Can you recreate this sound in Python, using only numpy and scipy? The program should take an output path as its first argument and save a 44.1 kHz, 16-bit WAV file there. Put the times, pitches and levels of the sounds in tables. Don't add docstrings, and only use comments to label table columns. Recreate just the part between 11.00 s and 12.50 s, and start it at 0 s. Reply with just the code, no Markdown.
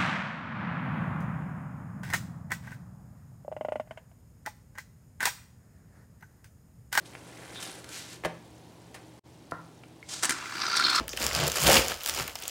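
import sys
import numpy as np
from scipy import signal
from scipy.fft import rfft, irfft, next_fast_len
from scipy.io import wavfile
from scipy.ndimage import uniform_filter1d

SR = 44100
rng = np.random.default_rng(int(sys.argv[2]) if len(sys.argv) > 2 else 0)


def dump_mix(stems):
    frames = np.atleast_2d(stems).T
    limited = np.clip(frames, -1, 1)
    pcm = np.round(limited * 32767).astype(np.int16)
    wavfile.write(sys.argv[1], SR, pcm)


N = 66150
GRAIN, LEAD = 2048, 128


def snaps():
    # start in seconds, level in dB, pitch in Hz, ring time in seconds.
    creases = [(0.0809, -32, 9400, 0.004), (0.0922, -34, 6050, 0.0045), (.1312, -37.5, 4600, 0.0057),
               (0.1337, -36.5, 2000, .009), (.166, -38, 5000, .014), (0.173, -30.5, 5770, .009),
               (.1743, -44, 14500, .005), (0.1748, -31, 2400, .014), (0.199, -36, 6500, 0.0071),
               (0.2016, -36, 8000, .007), (0.2155, -30.5, 4000, 0.0072), (0.22, -30, 4500, 0.0045),
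               (0.2268, -29.5, 5500, 0.0052), (0.2416, -28, 6000, 0.0064), (0.2655, -20, 6100, 0.0044),
               (0.29, -34, 4500, 0.0065), (0.331, -30, 4970, 0.012), (0.3497, -23.5, 5460, 0.006),
               (0.363, -27, 4450, 0.01), (0.4003, -25, 3500, 0.038), (0.4372, -29.5, 4900, .005),
               (0.468, -27.5, 5900, 0.017), (0.477, -29, 7500, .005), (0.4795, -22.5, 7400, 0.012),
               (0.4996, -28.5, 4180, 0.0099), (0.5182, -25, 5900, 0.013), (0.558, -30, 7040, 0.009),
               (0.5956, -29, 6500, 0.0087), (.6030, -28, 9000, 0.011), (0.6141, -26.5, 6000, 0.016),
               (0.6362, -24, 8100, 0.012), (0.665, -20.5, 4000, .012), (0.6686, -17, 5100, 0.0064),
               (.6710, -19.5, 2980, 0.0051), (0.674, -23, 6030, 0.0063), (.6789, -19.5, 7450, 0.0047),
               (.6996, -17.5, 2770, 0.0083), (0.7197, -21, 9400, 0.0095), (.7310, -18, 6500, 0.0089),
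               (0.7359, -24, 5000, 0.0043), (.7410, -24, 6700, 0.0064), (0.7432, -17.5, 6050, 0.0065),
               (0.7654, -19, 3250, 0.012), (.7680, -14, 3000, 0.033), (0.7978, -28, 6950, 0.0063),
               (0.852, -34, 5000, 0.0088), (0.883, -25, 8000, 0.003), (0.899, -31.5, 5500, .007),
               (0.91, -32, 2740, 0.0097), (0.9189, -28.5, 1770, 0.013), (0.9422, -35.5, 6000, 0.007),
               (1.0076, -37.5, 4500, .009), (1.0158, -40, 3000, 0.007), (1.035, -31, 13900, .007),
               (1.041, -35, 4500, 0.009), (1.0610, -24, 6800, 0.0058), (1.07, -34, 6900, 0.0072),
               (1.0758, -28, 6000, .007), (1.085, -31, 6500, 0.008), (1.089, -24.5, 11000, 0.007),
               (1.0961, -23, 5630, .008), (1.1392, -32, 5000, .007), (1.1481, -30, 8000, 0.016),
               (1.2255, -33, 4500, .007), (1.2787, -31, 12000, 0.002), (1.2797, -34, 3240, 0.011),
               (1.299, -42, 2980, 0.0051), (1.3550, -33, 5560, 0.011), (1.3585, -36, 2800, 0.02),
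               (1.3887, -40.5, 5300, .007), (1.4014, -43, 11000, .006), (1.4167, -46, 2950, 0.02),
               (1.423, -36, 7550, 0.0068), (1.425, -38, 2470, 0.0056), (1.4337, -38, 3440, 0.011),
               (1.4374, -36.5, 6600, 0.0055), (1.454, -38, 3470, .016), (1.4798, -26, 11500, .003),
               (1.489, -39, 7000, 0.009), (1.4950, -38, 4000, .007)]
    start, db, hz, ring_s = np.transpose(creases)
    cracks = buckles(hz, ring_s, travel_s=0.000593, octaves=0.52, skirt_db=-6.5, rattle=0.64,
                     skirt_octaves=2.06)
    return placed(start, db, cracks)


def crackle():
    # time in seconds, level in dB.
    effort = [(0, -45.5), (.03, -54), (.072, -60), (.1, -50), (.16, -49), (.225, -31.5), (.27, -33.5),
              (.315, -38.5), (.36, -31), (.43, -31.5), (.47, -33.5), (.495, -38), (.54, -37.5),
              (.57, -26.5), (.595, -33.5), (.635, -26.5), (.662, -29), (.668, -25), (.765, -19.5),
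              (.81, -30.5), (.86, -36.5), (.915, -36), (.98, -48.5), (1.03, -44), (1.095, -34),
              (1.13, -40.5), (1.195, -30), (1.25, -43), (1.29, -44), (1.345, -52.5), (1.39, -48.5),
              (1.5, -43.5)]
    # frequency in Hz, level in dB.
    tone = [(200, -36), (700, -1), (1300, 5), (1900, -1), (2900, 0), (3900, -0.5), (5000, 2.5),
            (6000, -1.5), (7200, 4), (8500, -3.5), (9500, 0.5), (10800, 1), (12500, -0.5), (14300, -5),
            (15700, -10.5)]
    # time in seconds, gain in dB.
    brightness = [(0, -9), (.13, 0.5), (.23, -0.5), (.31, -3), (.43, -11), (.52, -0.5), (.62, 1.5),
                  (.75, -1), (.87, -1), (1.05, 2), (1.19, -2.5), (1.32, 0), (1.5, -1)]
    grains = swarm(per_s=2100, spread_db=4, ring_s=0.0067, pitch_hz=4760, scatter_octaves=0.91,
                   travel_s=0.0006146)
    grains = steadied(coloured(grains, tone), span_s=0.019)
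    treble = filtered(grains, lambda hz: 1 - 1 / (1 + (hz / 8500) ** 8))
    return level(effort) * (grains - treble + level(brightness) * treble)


def crumple():
    # time in seconds, level in dB.
    bending = [(0, -40), (.05, -50), (.115, -57.5), (.19, -44.5), (.24, -34.5), (.3, -43), (.38, -35),
               (.44, -31), (.48, -34), (.53, -50.5), (.575, -36), (.61, -43.5), (.655, -29.5), (.695, -21),
               (.745, -29), (.785, -25), (.82, -37), (.89, -42), (.92, -35), (.98, -59.5), (1.03, -53.5),
               (1.1, -44.5), (1.15, -48.5), (1.195, -35.5), (1.25, -59), (1.29, -45), (1.34, -62.5),
               (1.44, -49), (1.5, -53)]
    # frequency in Hz, level in dB.
    tone = [(80, -31), (200, -3), (400, -0.5), (550, 1.5), (800, -2), (1000, -6.5), (1350, -7.5),
            (2000, -10.5), (4000, -12), (12000, -31)]
    folds = swarm(per_s=700, spread_db=3, ring_s=0.015, pitch_hz=820, scatter_octaves=1.16,
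                  travel_s=0.004)
    return level(bending) * steadied(coloured(folds, tone), span_s=0.019)


def pops():
    # start in seconds, level in dB, pitch in Hz, bending-wave delay at 1 kHz in seconds.
    panels = [(.002, -30.5, 282, 0.0062), (0.0811, -38, 2300, 0.00094), (0.1312, -35.5, 447, 0.0044),
              (0.2, -33, 267, 0.0047), (0.3113, -28.5, 1540, 0.00198), (.5690, -34.5, 442, 0.00296),
              (1.249, -41, 320, .003), (.6880, -24.5, 605, 0.00402), (1.0619, -36, 1190, 0.00093),
              (1.281, -37.5, 1220, 0.00206), (1.3552, -37.5, 830, 0.0013)]
    start, db, hz, travel_s = np.transpose(panels)
    chirps = buckles(hz, ring_s=0.016, travel_s=travel_s, octaves=0.56, skirt_db=-48, rattle=0.26)
    return placed(start, db, chirps)


def pings():
    # start in seconds, level in dB, pitch in Hz.
    facets = [(.1332, -35.5, 2650), (.1747, -34, 2850), (.2654, -28, 7600), (.3499, -26, 5000),
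              (.48, -28.5, 7200), (.8831, -31.5, 7160), (1.0611, -32, 4870), (1.0891, -30, 9100),
              (1.0962, -26, 5100), (1.3551, -38, 5360), (1.4798, -32, 7960), (1.48, -34, 6800)]
    start, db, hz = np.transpose(facets)
    t = np.maximum(np.arange(GRAIN) - LEAD, 0) / SR
    attack = 1 - np.exp(-t / 0.00013)
    notes = np.sin(2 * np.pi * hz[:, None] * t) * decay(t, ring_s=0.006) * attack
    return placed(start, db, notes)


def bag_ring(linewidth_hz=4):
    # pitch in Hz, level in dB, peak time in seconds, half-length in seconds.
    modes = [(214, -36, .735, .036), (332, -34.5, .71, .028), (453, -37.5, .79, .024), (533, -29, .74, .04),
             (563, -32, .712, .033), (635, -32.5, .705, .03), (773, -28.5, .71, .027),
             (1513, -38, .735, .018), (1712, -36, .76, .02), (2166, -38, .72, .03), (2724, -34, .77, .015)]
    t = np.arange(N) / SR
    sound = np.zeros(N)
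    for hz, db, peak_s, half_s in modes:
        waver = np.cumsum(rng.standard_normal(N)) * np.sqrt(2 * np.pi * linewidth_hz / SR)
        note = unit(np.sin(2 * np.pi * hz * t + waver))
        sound += amp(db) * swell(peak_s, half_s) * note
    return sound


def puff():
    # time in seconds, level in dB.
    push = [(0, -40), (.1, -52.5), (.2, -51.5), (.26, -37), (.3, -48), (.35, -39.5), (.45, -44), (.51, -42),
            (.57, -53), (.625, -47), (.67, -27.5), (.725, -39.5), (.795, -31.5), (.84, -46), (.95, -50.5),
            (1.05, -64), (1.14, -48), (1.175, -56), (1.215, -40), (1.27, -54), (1.36, -59), (1.5, -62)]
    # frequency in Hz, level in dB.
    tone = [(20, -51), (34, -44), (47, -8.5), (72, 1.5), (97, -6.5), (130, -7.5), (190, -14), (400, -22.5),
            (1500, -71)]
    return level(push) * steadied(coloured(rng.standard_normal(N), tone), span_s=0.036)


def drum():
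    # peak time in seconds, half-length in seconds, level in dB.
    drags = [(0.38, 0.019, -38.5), (0.447, 0.029, -33), (0.654, 0.028, -32.5), (0.725, 0.028, -37),
             (1.21, 0.011, -43.5)]
    # frequency in Hz, level in dB.
    tone = [(40, -40), (95, -23), (125, -3), (155, 2.5), (175, -7), (205, -24), (500, -41)]
    envelope = sum(amp(db) * swell(peak_s, half_s) for peak_s, half_s, db in drags)
    return envelope * steadied(coloured(rng.standard_normal(N), tone), span_s=0.042)


def finger_slide(from_s=0.0925, to_s=0.135):
    t = np.arange(N) / SR
    friction = rng.standard_normal(N) ** 3
    hiss = unit(filtered(friction, lambda hz: bump(hz, centre_hz=5800, octaves=0.22)))
    contact = uniform_filter1d(1.0 * ((t > from_s) & (t < to_s)), size=100)
    return amp(-44.5) * hiss * contact


def room(x, first_reflection_s=0.004):
    # frequency in Hz, seconds to fall by 60 dB.
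    reverb_times = [(100, 0.21), (1000, 0.51), (6000, 0.26), (15000, 0.28)]
    hz, t, bands = signal.stft(rng.standard_normal(SR // 2), SR, nperseg=256)
    tail = signal.istft(bands * decay(t, along(reverb_times, hz)[:, None]), SR, nperseg=256)[1]
    delayed = np.pad(x, (int(first_reflection_s * SR), 0))
    return signal.fftconvolve(delayed, tail / np.linalg.norm(tail))[:N]


def room_tone():
    # frequency in Hz, level in dB.
    tone = [(20, -32), (32, -1), (55, -2), (120, -8), (500, -17), (1500, -20), (15000, -40)]
    return amp(-57.5) * coloured(rng.standard_normal(N), tone)


def buckles(pitch_hz, ring_s, travel_s, octaves, skirt_db, rattle, skirt_octaves=np.inf):
    # frequency in Hz, gain in dB.
    foil_tone = [(100, -0.5), (600, 2), (1500, 2.5), (3000, 4.5), (3900, -1), (5000, 1), (7200, -1.5),
                 (8400, -2.5), (9500, -1), (10800, -8.5), (12500, -2), (14500, 0.5), (15700, 3)]
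    t, hz = np.arange(GRAIN) / SR, np.fft.rfftfreq(GRAIN, 1 / SR)
    kick = rattle * rng.standard_normal((len(pitch_hz), GRAIN)) * decay(t, np.reshape(ring_s, (-1, 1)))
    kick[:, 0] = 2 * rng.choice([-1, 1], len(pitch_hz))
    skirt = amp(skirt_db) * bump(hz, pitch_hz[:, None], skirt_octaves)
    colour = (bump(hz, pitch_hz[:, None], octaves) + skirt) * amp(along(foil_tone, hz))
    dispersion = np.exp(-4j * np.pi * np.reshape(travel_s, (-1, 1)) * np.sqrt(1000 * hz))
    return np.roll(irfft(rfft(kick) * colour * dispersion), LEAD, axis=1)


def swarm(per_s, spread_db, ring_s, pitch_hz, scatter_octaves, travel_s):
    count = int(per_s * N / SR)
    start = rng.uniform(0, N / SR, count)
    size, detune = np.clip(rng.standard_normal((2, count)), -2, 2)
    hz = pitch_hz * 2 ** (scatter_octaves * detune)
    grains = buckles(hz, ring_s, travel_s, octaves=0.89, skirt_db=-3, rattle=0.56)
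    return placed(start, spread_db * size, grains)


def placed(start_s, db, grains, window_s=0.003):
    index = np.round(start_s * SR).astype(int)[:, None] + np.arange(GRAIN)
    gain = amp(db) * np.sqrt(window_s * SR) / np.linalg.norm(grains, axis=1)
    track = np.bincount(index.ravel(), (grains * gain[:, None]).ravel(), N + GRAIN)
    return track[LEAD:LEAD + N]


def amp(db):
    return 10 ** (np.asarray(db) / 20)


def unit(x):
    return x / np.sqrt(np.mean(x ** 2) + 1e-20)


def decay(t, ring_s):
    return np.exp(-np.log(1000) * t / ring_s)


def swell(peak_s, half_s):
    return np.exp(-0.5 * ((np.arange(N) / SR - peak_s) / half_s) ** 2)


def bump(hz, centre_hz, octaves):
    return np.exp(-0.5 * (np.log2((hz + 1) / centre_hz) / octaves) ** 2)


def along(points, hz):
    point_hz, values = np.transpose(points)
    return np.interp(np.log(hz + 1), np.log(point_hz + 1), values)


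def level(points):
    times, db = np.transpose(points)
    return amp(np.interp(np.arange(N) / SR, times, db))


def filtered(x, response):
    size = next_fast_len(N + SR // 2)
    return irfft(rfft(x, size) * response(np.fft.rfftfreq(size, 1 / SR)), size)[:N]


def coloured(x, tone):
    return unit(filtered(x, lambda hz: amp(along(tone, hz))))


def steadied(x, span_s):
    power = np.abs(uniform_filter1d(x ** 2, int(span_s * SR)))
    return x / np.sqrt(power + 1e-6)


def scene():
    foil = snaps() + pings() + pops() + crackle() + crumple() + bag_ring() + finger_slide()
    background = room_tone()
    return (foil + amp(-11.5) * room(foil) + puff() + drum() + background)[None]


def record(dry, top_hz=15780):
    return filtered(dry[0], lambda hz: hz < top_hz)[None]


dry = scene()
out = record(dry)
dump_mix(out)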